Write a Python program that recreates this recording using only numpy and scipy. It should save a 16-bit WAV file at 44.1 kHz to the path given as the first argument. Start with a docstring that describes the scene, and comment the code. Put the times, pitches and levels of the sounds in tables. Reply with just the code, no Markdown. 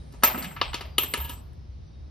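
"""In an open timber hall, coins drop one after another into a wooden offering box, a step from a phone.
Each impact combines a noise crack, decaying modes of the boards and the ringing modes of a coin.
Between impacts, rolling coins drive board resonances with random ticks; faint high sines swell and fade.
A diffuse tail answers; distant traffic rumble and outdoor hiss are shaped noise, and a far bird's
whistles are wavering sines."""
import sys
import numpy as np
from scipy import signal
from scipy.fft import rfft, irfft
from scipy.io import wavfile
from scipy.ndimage import uniform_filter1d

SR = 44100
rng = np.random.default_rng(int(sys.argv[2]) if len(sys.argv) > 2 else 0)


def materialize(psi):
    """Save the field psi as 16-bit PCM at rate SR to the path in sys.argv[1].

    A 1-D psi becomes a single channel; in a 2-D psi each row is a channel.
    """
    bounded = np.clip(np.atleast_2d(psi).T, -1, 1)
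    quanta = np.round(bounded * 32767).astype(np.int16)
    wavfile.write(sys.argv[1], SR, quanta)


N = 92610
t = np.arange(N) / SR


def undb(db):
    """Logarithmic level: amplitude gain is 10 to the power dB / 20."""
    return 10 ** (np.asarray(db) / 20)


def rms(x):
    """Effective value: the root of the mean power."""
    return np.sqrt(np.mean(x ** 2))


def unit(x):
    """Normalisation to an effective value of 1."""
    return x / np.sqrt(np.mean(x ** 2) + 1e-30)


def fade(time, t60):
    """Exponential decay: the level falls by 60 dB in t60 seconds."""
    return np.exp(-np.log(1000) * time / np.maximum(t60, .005))


def colour(x, table, turn=1):
    """Linear filtering by a (frequency [Hz], gain [dB]) response; a complex turn rotates the phase."""
    hz, db = np.array(table, float).T
    f = np.fft.rfftfreq(x.shape[-1], 1 / SR)
    gain = undb(np.interp(np.log(f + 1), np.log(hz), db))
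    return irfft(rfft(x) * turn * gain, x.shape[-1])


def curve(table):
    """Linear interpolation of (time [s], value) rows at every sample."""
    return np.interp(t, *np.array(table).T)


def pair(mid, side):
    """Sum-and-difference stereo: left is mid + side, right is mid - side."""
    return np.array([mid + side, mid - side])


def walk(rate):
    """Low-pass random process: noise averaged twice over 1 / rate seconds, spread 1."""
    k = int(SR / rate)
    once = uniform_filter1d(rng.standard_normal(N), k, mode="wrap")
    return unit(uniform_filter1d(once, k, mode="wrap"))


def tail(u, t60s):
    """Frequency-dependent damping: each (frequency [Hz], t60 [s]) band of noise decays at its own pace."""
    out = 0
    hz = np.array(t60s)[:, 0]
    for k, (_, t60) in enumerate(t60s):
        passband = np.where(np.arange(len(hz)) == k, 0, -20)
        band = colour(rng.standard_normal(len(u)), list(zip(hz, passband)))
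        out = out + band * fade(u, t60) / np.sqrt(t60)
    return out


# Impacts: (time [s], peak level before KNOCK_DB [dB], 9 x band level at BANDS_HZ [dB],
# middle coin mode before COIN_DB [dB], high coin group before COIN_DB [dB], coin ring t60 [s],
# board rise time [s], share of the boards' ring time [1], hall send [dB])
KNOCK_ROWS = [(0.122, -50, -1, -7, -13, -4, -4, -4, 8, -17, 0, -68, -80, 0.5, 0.0025, .9, 0.5),
              (0.137, -40, -6, -12, -14, -12.5, -20.5, -20, -15, -29.5, -36, -62, -73, 0.26, 0.0012, .9, 0.5),
              (0.224, -33, -20, -15, -12, -6, -8, -8, -12, -30, -40, -90, -90, .1, 0.004, .5, -6),
              (0.2346, -7, -19.5, -17.5, -19, -11, -8, -10.5, -6.5, -20.5, -12, -54.5, -14, 0.29, 0.0013, .6, 0.5),
              (0.2425, -14, -19.5, -15, -12, -6, -14, -14, -14, -26, -18, -70, -40, 0.29, 0.0006, .8, 0.5),
              (0.343, -25, -12, -15, -16, -5.5, -5, -16, -31, -47, -43, -86, -41, 0.9, 0.0025, .9, 0.5),
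              (0.377, -23, -9.5, -22, -30, -25.5, -24, -21.5, -34, -45, -39, -80, -41, 0.15, 0.00067, .9, 0.5),
              (0.423, -31, -22, -42, -34, -15, -9.5, -15.5, -9, -29, -18, -66, -44, 0.12, 0.0024, .9, 0.5),
              (0.443, -29, -14, -32, -14.5, -13.5, -1.5, 2.5, -5, -25, -7, -68, -59, 0.33, 0.0025, .9, 0.5),
              (0.511, -40, -26.5, -22, -18, -8, 0, -10.5, -21, -32.5, -36, -85, -73, 0.14, 0.0013, .9, 0.5),
              (0.562, -30.5, -25.5, -24.5, -24, -5.5, -3.5, -8, -16, -45, -46, -86.5, -72, 0.38, 0.0039, .9, 0.5),
              (0.6145, -11.5, -34, -26, -24, -15, -21, -9.5, -12, -56, -38.5, -78, -61, 0.9, 0.00079, .6, -3),
              (0.732, -26, -21, -26, -24, -3, -8, -2, -12, -37.5, -22, -62, -62, 0.14, 0.0011, .7, 0.5),
              (0.743, -20, -26, -20, -27.5, -17.5, -21, -8, -8.5, -35, -23, -65, -54, 0.41, 0.00069, .7, 0.5),
              (0.808, -29.5, -32, -20.5, -24, -21.5, -19.5, -17, -15.5, -45, -27.5, -78, -64, 0.35, 0.0022, .9, 0.5),
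              (0.852, -39.5, -16, -16.5, -5.5, -15, -7.5, -7, -3, -46.5, -29.5, -90, -59, 0.3, 0.0015, .9, 0.5),
              (0.9818, -8, -23, -19, -28, -21, -23, -2.5, -18, -31, -13, -25, -22, 0.43, 0.0012, .7, -3),
              (1.032, -28, -16, -14, -34, -15.5, -19, -8, -16, -23.5, -14, -22, -17.5, 0.11, 0.004, .9, 0.5),
              (1.138, -15, -24, -18, -27, -16, -16, -9.5, -17.5, -31, -15.5, -40, -54, 0.49, 0.00071, .8, -2),
              (1.174, -31, -21.5, -11, -19.5, -10.5, -15.5, -3.5, -23.5, -30, -5, -39, -35, 0.4, 0.0015, .9, 0.5),
              (1.2, -35.5, -20, -15.5, -28, -5, -20, -12, -16, -42, -20, -49, -35.5, 0.78, 0.0015, .9, 0.5),
              (1.245, -35, -18.5, -10.5, -15, -7, -19, 7.5, -15.5, -24, 0, -42, -51, 0.9, 0.0027, .9, 0.5),
              (1.293, -30, -14.5, -19, -31, -13.5, -22, -10.5, -13.5, -30.5, -11, -55, -57, 0.78, 0.0025, .9, 0.5),
              (1.332, -40.5, -12.5, -8, -15, -5.5, -16, -9, -13.5, -15, -9.5, -76.5, -67, 0.26, 0.00098, .9, 0.5),
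              (1.374, -43, 2, -14, -34, -5, -20.5, -22, -7, -42, -21, -95, -95, 0.1, 0.0017, .9, 0.5),
              (1.532, -53.5, 2, -9, -23, -14.5, -4.5, -4.5, -17.5, -20.5, -7, -99, -99, 0.1, 0.0008, .3, -6)]
# Band centres of an impact's colour: (frequency [Hz])
BANDS_HZ = [240, 410, 630, 1100, 1900, 3200, 5100, 7400, 10300]
# Widths of those bands: (bandwidth [Hz])
BAND_WIDTHS_HZ = [160, 170, 300, 700, 1000, 1500, 2500, 2000, 4000]
# Modes of the box's boards: (frequency [Hz], level [dB], t60 [s])
BOARD_MODES = [(243.6, 0, 0.093), (412, -10, 0.13), (745, -3, 0.034), (958, 1.5, 0.15), (1200, -1, 0.12),
               (1296, 2.5, 0.13), (1703, 4.5, 0.077), (1786, -1, 0.11), (2085, 13.5, 0.03),
               (2750, -2.5, 0.073), (2904, 7.5, 0.065), (3304, 6.5, 0.02), (3710, 4.5, 0.062),
               (3990, 8.5, 0.025), (4500, 9, 0.046)]
# Noise of the crack: (frequency [Hz], t60 [s])
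CRACK_DECAY = [(1000, 0.049), (8000, 0.035)]
# Two groups of coin modes, close ones beating: (frequency [Hz], level [dB], share of ring t60 [1])
COIN_MODES = [
    [(11655, 0, .6)],
    [(12977, 0, 1.1), (12996, -5, .7), (13040, -6, .25)],
]
# A coin falls flat and its ring is choked: (time [s], t60 of the added damping [s])
COIN_RESTS = [(.6, 0.15), (.73, .15), (1.137, .12), (1.339, 0.1), (1.45, .05)]
WOOD_SCATTER_DB, WOOD_DETUNE = 2.5, .008  # spread of mode levels, relative spread of mode frequencies
CONTACT_S, EARLY_S = 0.0034, 0.00091  # the coin's ring builds up; sound starts ahead of the listed time
CRACK_DB, KNOCK_DB, COIN_DB = 7.5, -5.5, -7
COIN_FLUTTER_DB, COIN_FLUTTERS_PER_S = 2.2, 80  # the coins' ring flutters in level
HALL_CONTRAST = 0.82  # share of a knock's colour that survives in its tail


def board_blow(u, rise, damp):
    """Modal superposition: the blow excites damped board modes and a short broadband crack."""
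    hz, db, t60 = np.array(BOARD_MODES).T[:, :, None]
    level, detune, phase = rng.standard_normal((3, len(BOARD_MODES), 1))
    mode_hz = hz * (1 + WOOD_DETUNE * detune)
    mode_gain = undb(db + WOOD_SCATTER_DB * level) * fade(u, t60 * damp)
    modes = (mode_gain * np.sin(2 * np.pi * mode_hz * u + 2 * phase)).sum(0)
    swell = (1 - np.exp(-u / max(rise, 2e-4))) ** 2
    crack = tail(u, [(f, d * damp) for f, d in CRACK_DECAY])
    return unit(swell * modes) + undb(CRACK_DB) * unit(swell * crack)


def coin_ring(v, s, group_db, ring_t60):
    """Free vibration of a lightly damped plate: modes decay and beat until contact adds damping."""
    ring = 0
    for g, group in zip(group_db, COIN_MODES):
        for f, d, share in group:
            ring = ring + undb(g + d + COIN_DB) * fade(v, ring_t60 * share) * np.sin(2 * np.pi * f * v)
    for rest, choke in COIN_RESTS:
        time_choked = np.maximum(v + s - rest, 0) * (rest > s + CONTACT_S)
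        ring = ring * fade(time_choked, choke)
    return ring * np.minimum(v / CONTACT_S, 1) ** 2


def knocks():
    """Impact excitation: each blow sounds boards and coin; a bare coloured impulse goes to the hall."""
    wood, blows, coins = np.zeros((3, N))
    lead, size = 512, 8192  # samples ahead of the blow, samples in all
    u = np.arange(size - lead) / SR
    impulse = 1. * (np.arange(size) == lead)
    for s, peak_db, *row in KNOCK_ROWS:
        band_db, group_db = row[:9], row[9:11]
        ring_t60, rise, damp, send_db = row[11:]
        # band level to level per Hz, with falling ends
        per_hz = np.array(band_db) - 10 * np.log10(BAND_WIDTHS_HZ)
        shape = [(90, per_hz[0] - 24), *zip(BANDS_HZ, per_hz),
                 (12600, per_hz[-1] - 6), (14000, per_hz[-1] - 16)]
        x = colour(np.r_[np.zeros(lead), board_blow(u, rise, damp)], shape)
        short_time_peak = np.sqrt(np.max(uniform_filter1d(x ** 2, 128)))
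        x *= undb(peak_db + KNOCK_DB) / short_time_peak
        i = int((s - EARLY_S) * SR) - lead
        wood[i:i + size] += x
        soft_shape = [(f, HALL_CONTRAST * d) for f, d in shape]
        blows[i:i + size] += undb(send_db) * unit(colour(impulse, soft_shape)) * rms(x)
        coins[i + lead:] += coin_ring(t[:N - i - lead], s, group_db, ring_t60)
    return wood, blows, coins * undb(COIN_FLUTTER_DB * walk(COIN_FLUTTERS_PER_S))


# Board resonances shaken while a coin rolls:
# (start [s], length [s], level [dB], centre frequency [Hz], bandwidth [Hz])
ROLL_ROWS = [(0.35, .1, -42, 255, 16), (.345, 0.04, -42, 183, 22), (.435, .05, -41, 183, 20),
             (0.383, .1, -50, 2180, 2000), (1.145, 0.19, -53, 930, 50), (1.145, .19, -55, 1690, 50),
             (1.15, .18, -53, 2980, 250), (1.16, .18, -54, 2900, 2500)]
ROLL_TICKS_PER_S = 740


def rolls():
    """Resonance under random impulses: uneven ticks of a rolling coin drive narrow board bands."""
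    out = np.zeros(N)
    for s, length, db, hz, width_hz in ROLL_ROWS:
        ticks = (rng.random(N) < ROLL_TICKS_PER_S / SR) * rng.standard_normal(N)
        env = np.clip(np.minimum((t - s) / 0.0022, (s + length - t) / 0.011), 0, 1)
        board = signal.iirpeak(hz, hz / width_hz, fs=SR)
        shaken = signal.lfilter(*board, signal.lfilter(*board, ticks))
        out += undb(db) * unit(env * shaken) * rms(env)
    return out


# Faint high tones near 7.7 kHz that swell and fade:
# (start [s], length [s], frequency [Hz], level before flutter [dB])
HIGH_TONE_ROWS = [(.24, .33, 7640, -58), (.27, .24, 7785, -64), (.64, .09, 7775, -59),
                  (.985, .28, 7640, -62), (1.03, .14, 7765, -60), (1.165, .1, 7790, -63),
                  (1.265, .15, 7800, -58)]
TONE_FLUTTER_DB, TONE_FLUTTERS_PER_S = 3.5, 53


def high_tones():
    """Amplitude modulation: faint high tones near 7.7 kHz swell and fade, unsteady in level."""
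    out = 0
    for s, length, hz, db in HIGH_TONE_ROWS:
        env = np.sqrt(np.sin(np.pi * np.clip((t - s) / length, 0, 1)).clip(0))
        flutter = undb(db + TONE_FLUTTER_DB * walk(TONE_FLUTTERS_PER_S))
        out = out + env * flutter * np.sin(2 * np.pi * hz * t)
    return out


# Reverberation of box and hall: (frequency [Hz], t60 [s])
HALL_DECAY = [(200, 0.43), (700, 0.71), (2500, 0.32), (7000, 0.14), (13000, 0.061)]
# Width of the reverberation: (frequency [Hz], side minus mid [dB])
HALL_WIDTH = [(200, -14.5), (370, -2.5), (680, -1), (1250, -0.5), (2290, -7), (4000, -8), (5600, -7),
              (7500, 13), (9500, -5), (13000, -2.5)]
HALL_DB, HALL_GAP_S = -6.5, 0.0065  # the tail rises from half this gap to one and a half
HALL_GRAIN_DB, HALL_GRAINS_PER_S = 1.5, 370


def hall(x):
    """Diffuse reverberation: convolution with decaying noise from box and hall, shortest in the treble."""
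    u = t[:SR // 2]
    grain = undb(HALL_GRAIN_DB * walk(HALL_GRAINS_PER_S))[:len(u)]  # echoes arrive in clumps
    onset = np.clip(u / HALL_GAP_S - .5, 0, 1)
    mid, side = (signal.fftconvolve(x, unit(tail(u, HALL_DECAY) * grain * onset))[:N] for _ in range(2))
    return undb(HALL_DB) / np.sqrt(len(u)) * pair(mid, colour(side, HALL_WIDTH))


# Far whistles of a bird: (start [s], length [s], mean frequency [Hz], level before wavering [dB])
BIRD_ROWS = [(-0.02, 0.047, 3800, -58), (0.81, 0.22, 4750, -64.5), (1.568, 0.11, 5250, -73.5),
             (1.81, 0.16, 5750, -77.5), (1.865, 0.096, 4720, -73), (1.908, 0.21, 3750, -70.5)]


def bird():
    """Frequency and amplitude modulation: thin far whistles that waver a little in pitch and level."""
    out = 0
    for s, length, hz, db in BIRD_ROWS:
        env = np.sin(np.pi * np.clip((t - s) / length, 0, 1)) * undb(db + 4 * walk(60))
        phase = 2 * np.pi * np.cumsum(hz * (1 + .01 * walk(40))) / SR
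        out = out + env * np.sin(phase)
    return out


AIR_PATCH_DB, AIR_PATCHES_PER_S = 0.5, 8


def patchy(x):
    """Independent band fluctuation: each band of the hiss wanders in level on its own."""
    edges = [400, 1000, 2200, 4200, 5600]  # Hz
    lows = [0 * x, *(colour(x, [(hz, 0), (hz * 1.2, -40)]) for hz in edges), x]
    return sum((b - a) * undb(AIR_PATCH_DB * walk(AIR_PATCHES_PER_S)) for a, b in zip(lows, lows[1:]))


# Spectrum of rumble and hiss, before normalisation: (frequency [Hz], density [dB per Hz])
AIR_SPECTRUM = [(22, -33.5), (41, -14), (68, -1.5), (117, -14.5), (158, -15), (181, -24.5), (429, -35),
                (1530, -50.5), (3440, -51), (3730, -48.5), (5600, -52), (6600, -62.5), (7940, -87),
                (8610, -63.5), (14000, -88.5)]
# Width of the outdoor sound: (frequency [Hz], side minus mid [dB])
AIR_WIDTH = [(60, -14), (110, -11.5), (200, -7.5), (370, -0.5), (680, 3), (1250, 2), (2290, -3.5),
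             (4210, -7.5), (7720, 3.5), (14200, -7)]
# Courses of the rumble, the hiss and the highest hiss, each taken relative to its mean
# over the last half second: (time [s], level [dB])
RUMBLE_COURSE = [(0.0, -45), (0.03, -48), (0.3, -40), (0.37, -46), (0.4, -45), (0.53, -54), (0.58, -40.5),
                 (0.71, -32.5), (0.74, -41.5), (1.12, -43.5), (1.15, -56), (1.19, -41), (1.73, -43),
                 (1.75, -38.5), (1.83, -38.5), (1.88, -46.5), (2.06, -39.5), (2.1, -48)]
HISS_COURSE = [(0.0, -61), (0.58, -62), (1.02, -63), (1.16, -63), (1.38, -64), (2.1, -64)]
TOP_COURSE = [(0.0, -74.5), (0.46, -69), (1.02, -95), (1.17, -54.5), (1.41, -88.5), (2.1, -87.5)]
AIR_DB = -41.5


def change(table):
    """Relative level: gain of a course against its mean over the last half second."""
    level_db = curve(table)
    return undb(level_db - level_db[-SR // 2:].mean())


def air():
    """Spectrally shaped random noise: swelling traffic rumble under a wide outdoor hiss."""
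    mid = unit(colour(rng.standard_normal(N), AIR_SPECTRUM))
    side = colour(unit(colour(rng.standard_normal(N), AIR_SPECTRUM)), AIR_WIDTH)
    both = pair(mid, side) * undb(AIR_DB)
    low = colour(both, [(110, 0), (200, -40)])
    top = colour(both, [(6000, -40), (7200, 0)])
    hiss = patchy(both - low - top)
    return low * change(RUMBLE_COURSE) + hiss * change(HISS_COURSE) + top * change(TOP_COURSE)


# Phase-rotated part of the near sound: (frequency [Hz], side minus mid [dB])
KNOCK_WIDTH = [(60, -11.5), (200, -21), (370, -11.5), (680, -3), (1250, -4.5), (2290, -10.5), (4000, -9.5),
               (5600, -9.5), (7500, 13), (9500, -12), (13000, 3)]
# Tilt between the two ports: (frequency [Hz], left minus right [dB])
BALANCE = [(60, 1), (110, -7.5), (200, -4.5), (370, 1.5), (680, 2), (1250, 0), (2290, 2.5), (4210, 3.5),
           (7720, 2), (14200, -1.5)]
HALL_COIN_DB, HALL_ROLL_DB = -4, -6  # sends to the hall


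def scene():
    """Interchannel phase and level difference: two ports hear the box, each with its own tilt."""
    wood, blows, coins = knocks()
    roll = rolls()
    near = wood + coins + roll + high_tones()
    # a quarter-cycle rotation, opposite in sign at the two ports
    lag = np.array([[1], [-1]]) * colour(near, KNOCK_WIDTH, turn=1j)
    box = near + lag + hall(blows + undb(HALL_ROLL_DB) * roll + undb(HALL_COIN_DB) * coins)
    left = colour(box[0], [(f, db / 2) for f, db in BALANCE])
    right = colour(box[1], [(f, -db / 2) for f, db in BALANCE])
    return np.array([left, right]) + air() + bird()


TOP_HZ = 13500


def record(dry):
    """Band limitation: the phone cuts the top with a steep low-pass."""
    return signal.sosfilt(signal.butter(20, TOP_HZ, fs=SR, output="sos"), dry)


dry = scene()
out = record(dry)
materialize(out)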